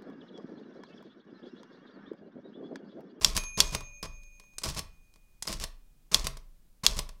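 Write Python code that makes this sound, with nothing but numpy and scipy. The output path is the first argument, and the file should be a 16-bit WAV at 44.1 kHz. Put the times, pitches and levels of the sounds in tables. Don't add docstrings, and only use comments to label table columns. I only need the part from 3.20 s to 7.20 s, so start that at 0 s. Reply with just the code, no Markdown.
import sys
import numpy as np
from scipy import signal
from scipy.fft import rfft, irfft
from scipy.io import wavfile
from scipy.ndimage import uniform_filter1d

SR = 44100
rng = np.random.default_rng(int(sys.argv[2]) if len(sys.argv) > 2 else 0)


def store_wav(level_fs):
    pcm = np.round(np.clip(np.atleast_2d(level_fs), -1, 1) * 32767)
    wavfile.write(sys.argv[1], SR, pcm.T.astype(np.int16))


N = 176400

# pitch in Hz, width in Hz, boost in dB (below zero is a dip).
PLATEN = [(1070, 250, 7), (2766, 160, 8.5), (2940, 170, -10.5), (3420, 480, 12), (3690, 170, -9),
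          (10150, 600, 3)]
APOSTROPHE = [(4610, 280, 7), (5490, 330, 11), (7300, 800, 7)]
FULL_STOP = [(4257, 500, 8.3), (5220, 330, 6.6), (6730, 300, 9.8)]
FRAME = [(130, 20, 5.5), (185.7, 47, 6), (420, 40, 3), (588, 30, 6), (652.3, 27, 8), (1013, 100, 6.5),
         (1123, 35, 6)]
# start in seconds, slap in dB, shaking of the type basket in dB, which typebar.
STRIKES = [(0.0464, -4, -34.5, APOSTROPHE), (0.4034, -3.5, -34.5, APOSTROPHE),
           (2.9446, -5, -35.5, FULL_STOP), (3.6649, -4, -35.5, FULL_STOP)]
# start in seconds, level of the steel click in dB, level of the body's knock in dB.
CLICKS = [(0.1506, -37, -52), (0.166, -20, -40.5), (0.1756, -21, -29), (0.237, -39, -42.5),
          (0.549, -23.5, -27), (.607, -43, -40.5), (0.828, -35, -35.5), (0.856, -57, -38.5),
          (1.034, -57.5, -74), (1.198, -48, -55), (1.237, -67, -61), (1.336, -66, -66), (1.418, -46, -45.5),
          (1.438, -29.5, -36), (1.445, -30, -51), (1.457, -35, -42), (1.4884, -32.5, -66),
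          (1.4997, -35, -47.5), (1.523, -48, -53), (1.547, -38, -66), (1.5919, -26.5, -37),
          (1.939, -57.5, -69.5), (1.959, -58, -58), (2.253, -47, -45.5), (2.275, -32.5, -33.5),
          (2.283, -31, -64.5), (2.318, -38, -47.5), (2.3271, -30, -70), (2.3989, -35.5, -54.5),
          (2.4389, -26.5, -37.5), (3.0444, -33.5, -44), (3.069, -23, -31.5), (3.1707, -43, -46.5),
          (3.7902, -23, -30.5), (3.8909, -42, -46)]
# start in seconds, length in seconds, steel rattle in dB, body noise in dB,
# thud into the desk in dB.
PULLS = [(0.011, 0.041, -39, -43, -40), (0.3728, 0.04, -34.5, -38, -40), (0.828, 0.029, -45.5, -46, -41),
         (1.447, 0.0176, -38.5, -39, -35.5), (1.477, 0.027, -42, -52.5, -33), (2.285, .02, -40, -44.5, -40),
         (2.327, 0.013, -41, -47.5, -39.5), (2.914, 0.046, -37, -41, -44),
         (3.634, 0.021, -34.5, -38, -47.5)]
GLIDES = [(0.149, 0.037, -39, -42.5, -32), (0.517, 0.034, -40.5, -44.5, -30.5),
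          (1.558, 0.028, -38.5, -41.5, -33.5), (2.403, 0.04, -40, -46, -39.5),
          (3.038, 0.033, -44, -47, -33), (3.759, 0.024, -42, -45.5, -35.5)]
# start in seconds, level in dB.
PAWL_CATCHES = [(1.3833, -29), (1.435, -30), (2.2241, -27), (2.271, -33.5)]
LINK_CLINKS = [(.831, -31), (1.4385, -27), (2.276, -25.5)]
CARRIAGE_SHOVES = [(1.457, -36.5), (2.294, -38.5)]
CASE_KNOCKS = [(.376, -34), (.831, -42.5), (1.2, -60), (2.919, -44.5), (3.638, -43)]
JOLTS = [(0.032, -30.5), (0.389, -31), (0.832, -40), (1.449, -37.5), (2.292, -34.5), (2.941, -30.5),
         (3.662, -29.5)]
# pitch in Hz, level in dB, seconds to fade by 60 dB.
LINK_TONES = [(5010, 0.5, 0.029)]
CARRIAGE_TONES = [(196, -3, 0.12), (330, -1, 0.086), (643, -3, 0.075)]
CASE_TONES = [(162, -4, .08), (421.1, -1, .1), (575, -25.5, 2.2), (1010, -6.5, .14), (1125, -5.5, 0.07)]
FEET_TONES = [(39.3, -1, 0.92), (49, -5, 0.93), (26.78, -2.5, 1.3)]
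BELL_HZ = (2459.6, 2538.8, 6421.5, 11190, 6431.7)
# level in dB, seconds to fade by 60 dB.
BELL_FADES = [(-43.5, 3.65), (-59, 3.2), (-41, 2.4), (-48.5, .68), (-46, 2.3)]
# pitch in Hz, relative level in dB.
SLAP_SPECTRUM = [(200, -19.5), (1800, -9.5), (2500, -8), (3400, -1), (5600, 0.5), (8600, -8),
                 (13000, -11.5), (16000, -30.5)]
STEEL_SPECTRUM = [(200, -28), (1200, -11.5), (2200, -5.5), (3300, -4), (5000, 0.5), (6800, -4), (9600, -6),
                  (12800, -13), (16000, -20)]
BODY_SPECTRUM = [(40, -4.5), (150, 3.5), (280, -2), (450, 1.5), (750, -5), (1100, 1), (1600, -6.5),
                 (2400, -4), (4000, -21.5), (12000, -45)]
PAWL_SPECTRUM = [(200, -9.5), (3000, -10), (4500, -2), (7700, 0), (11000, -8.5), (16000, -27)]
RATTLE_SPECTRUM = [(200, -3), (1000, -16.5), (1700, -17), (2600, -4), (3600, -2.5), (5200, 2), (7000, -3),
                   (9500, -8), (13000, -16), (16000, -24.5)]
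THUD_SPECTRUM = [(15, -6.5), (26, 3.5), (52, 0.5), (78, 2), (104, -3.5), (134, 1.5), (192, -10), (270, -22),
                 (600, -37.5), (2000, -61)]
HISS_SPECTRUM = [(30, -4.5), (65, -24), (170, -25), (400, -37.5), (2000, -47.5), (16000, -47.5)]
# pitch in Hz, seconds to fade by 60 dB.
ROOM_FADES = [(60, 0.68), (420, 0.35), (1100, 0.38), (3000, 0.33), (7000, 0.2)]

T = np.arange(SR // 2) / SR
CLICK_SHAPE = np.exp(-T / .0031) + 10 ** (-21 / 20) * np.exp(-T / .009)


def typebars(fade_s=.0011, tail_db=-17, tail_s=.0066):
    out = np.zeros(N)
    shape = np.exp(-T / fade_s) + amp(tail_db) * np.exp(-T / tail_s)
    for start, slap_db, _, typebar in STRIKES:
        add(out, start, amp(slap_db) * colour(burst(shape), SLAP_SPECTRUM, PLATEN + typebar))
    return out


def bell():
    out = np.zeros(N)
    tones = [(hz, db, fade_s) for hz, (db, fade_s) in zip(BELL_HZ, BELL_FADES)]
    add(out, start=.1755, sound=ring(tones, np.arange(N) / SR))
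    return out


def backspace_pawl():
    catches = np.zeros(N)
    for start, db in PAWL_CATCHES:
        add(catches, start, amp(db) * burst(CLICK_SHAPE, smoothing=700))
    return colour(catches, PAWL_SPECTRUM)


def clicks(knock_fade_s=.0054):
    steel, body = np.zeros((2, N))
    for start, steel_db, body_db in CLICKS:
        add(steel, start, amp(steel_db) * burst(CLICK_SHAPE, smoothing=700))
        add(body, start, amp(body_db) * body_noise(np.exp(-T / knock_fade_s)))
    return body + colour(steel, STEEL_SPECTRUM, FRAME)


def levers(pull_rise_s=.002, glide_rise_s=.011, stop_s=.0045):
    rattle, body = np.zeros((2, N))
    for moves, rise_s in (PULLS, pull_rise_s), (GLIDES, glide_rise_s):
        for start, length, steel_db, body_db, _ in moves:
            shape = np.minimum(T / rise_s, 1) * np.exp(-np.maximum(T - length, 0) / stop_s)
            add(rattle, start, amp(steel_db) * shape * tiny_collisions())
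            add(body, start, amp(body_db) * body_noise(shape))
    return body + colour(rattle, RATTLE_SPECTRUM, FRAME)


def type_basket(rise_s=.006, fade_s=.052, shove_db=-3, body_db=-3.5):
    rattle, body = np.zeros((2, N))
    shakes = [(start, db) for start, _, db, _ in STRIKES]
    shakes += [(start, db + shove_db) for start, db in CARRIAGE_SHOVES]
    for start, db in shakes:
        shape = amp(db) * (1 - np.exp(-T / rise_s)) * np.exp(-T / fade_s)
        add(rattle, start, shape * tiny_collisions())
        add(body, start, amp(body_db) * body_noise(shape))
    return body + colour(rattle, RATTLE_SPECTRUM, FRAME)


def ringing_parts():
    out = np.zeros(N)
    parts = (LINK_CLINKS, LINK_TONES), (CARRIAGE_SHOVES, CARRIAGE_TONES), (CASE_KNOCKS, CASE_TONES)
    for blows, tones in parts:
        for start, db in blows:
            add(out, start, amp(db) * ring(tones, T))
    return out


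def desk(sway_rise_s=.028, sway_fade_s=.29, thud_rise_s=.0041, thud_fade_s=.027):
    sway, thuds = np.zeros((2, N))
    sway_shape = (1 - np.exp(-T / sway_rise_s)) * np.exp(-(T / sway_fade_s) ** 2)
    thud_shape = (1 - np.exp(-T / thud_rise_s)) * np.exp(-T / thud_fade_s)
    for start, db in JOLTS:
        add(sway, start, amp(db) * sway_shape * ring(FEET_TONES, T))
    for start, _, _, _, thud_db in PULLS + GLIDES:
        add(thuds, start, amp(thud_db) * burst(thud_shape))
    return sway + colour(thuds, THUD_SPECTRUM)


def room(sound, rise_s=.008):
    hz, t, bands = signal.stft(rng.standard_normal(SR), SR, nperseg=256)
    fade = amp(-60 * t / look_up(ROOM_FADES, hz)[:, None])
    echo = signal.istft(bands * fade, SR, nperseg=256)[1][:SR]
    echo *= np.minimum(np.arange(SR) / SR / rise_s, 1)
    return signal.fftconvolve(sound, echo / np.linalg.norm(echo))[:N]


def background(hiss_db=-59, rumble_hz=27.5, rumble_db=-61):
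    gains = amp(look_up(HISS_SPECTRUM, np.fft.rfftfreq(N, 1 / SR)))
    hiss = irfft(rfft(rng.standard_normal(N)) * gains, N)
    rumble = np.sin(2 * np.pi * rumble_hz * np.arange(N) / SR)
    return amp(hiss_db) * hiss / hiss.std() + amp(rumble_db) * rumble


def body_noise(shape, scatter=.011):
    shifts = 1 + scatter * rng.standard_normal(len(FRAME))
    resonances = [(hz * shift, width, boost) for (hz, width, boost), shift in zip(FRAME, shifts)]
    return colour(burst(shape), BODY_SPECTRUM, resonances, size=8192)


def tiny_collisions(per_second=4000, spread_db=2, clump_db=3):
    clumps = uniform_filter1d(rng.standard_normal(len(T)), 110)
    uneven = np.minimum(rng.exponential(1, len(T)), 2)
    strength = amp(spread_db * uneven + clump_db * clumps / clumps.std())
    hits = strength * rng.choice([-1, 1], len(T)) * (rng.random(len(T)) < per_second / SR)
    return hits / hits.std()


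def ring(tones, t):
    return sum(amp(db - 60 * t / fade_s) * np.sin(2 * np.pi * hz * t) * (-1) ** k
               for k, (hz, db, fade_s) in enumerate(tones))


def burst(shape, smoothing=1):
    noise = rng.standard_normal(len(shape))
    for _ in range(2):
        spectrum = rfft(noise * shape)
        strength = np.sqrt(abs(uniform_filter1d(abs(spectrum) ** 2, smoothing))) + 1e-12
        even = irfft(spectrum / strength, len(shape)) * np.linalg.norm(shape)
        noise = np.clip(even / (shape + 1e-9), -3, 3)
    noise *= shape
    return noise * np.linalg.norm(shape) / np.linalg.norm(noise)


def colour(sound, spectrum, resonances=(), size=16384):
    hz = abs(np.fft.fftfreq(size, 1 / SR))
    boosts = sum(boost / (1 + (2 * (hz - pitch) / width) ** 2) for pitch, width, boost in resonances)
    log_gain = np.log(amp(look_up(spectrum, hz) + boosts))
    response = np.exp(np.conj(signal.hilbert(log_gain)))
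    taps = np.fft.ifft(response).real[:size // 2]
    return signal.oaconvolve(sound, taps / np.linalg.norm(taps))[:N]


def look_up(table, hz):
    pitches, values = np.transpose(table)
    return np.interp(np.log(hz + 1), np.log(pitches + 1), values)


def amp(db):
    return 10 ** (np.asarray(db) / 20)


def add(mix, start, sound):
    part = mix[max(round(start * SR), 0):][:len(sound)]
    part += sound[:len(part)]


def scene(slap_echo_db=-21, works_echo_db=-13):
    slaps = typebars()
    works = backspace_pawl() + clicks() + levers() + type_basket() + ringing_parts() + desk()
    echo = room(amp(slap_echo_db) * slaps + amp(works_echo_db) * works)
    return (slaps + works + bell() + echo + background())[None]


def record(dry, top_hz=16000):
    low_pass = signal.firwin(255, top_hz, window=("kaiser", 8), fs=SR)
    return signal.oaconvolve(np.clip(dry, -1, 1), low_pass[None], "same")


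dry = scene()
out = record(dry)
store_wav(out)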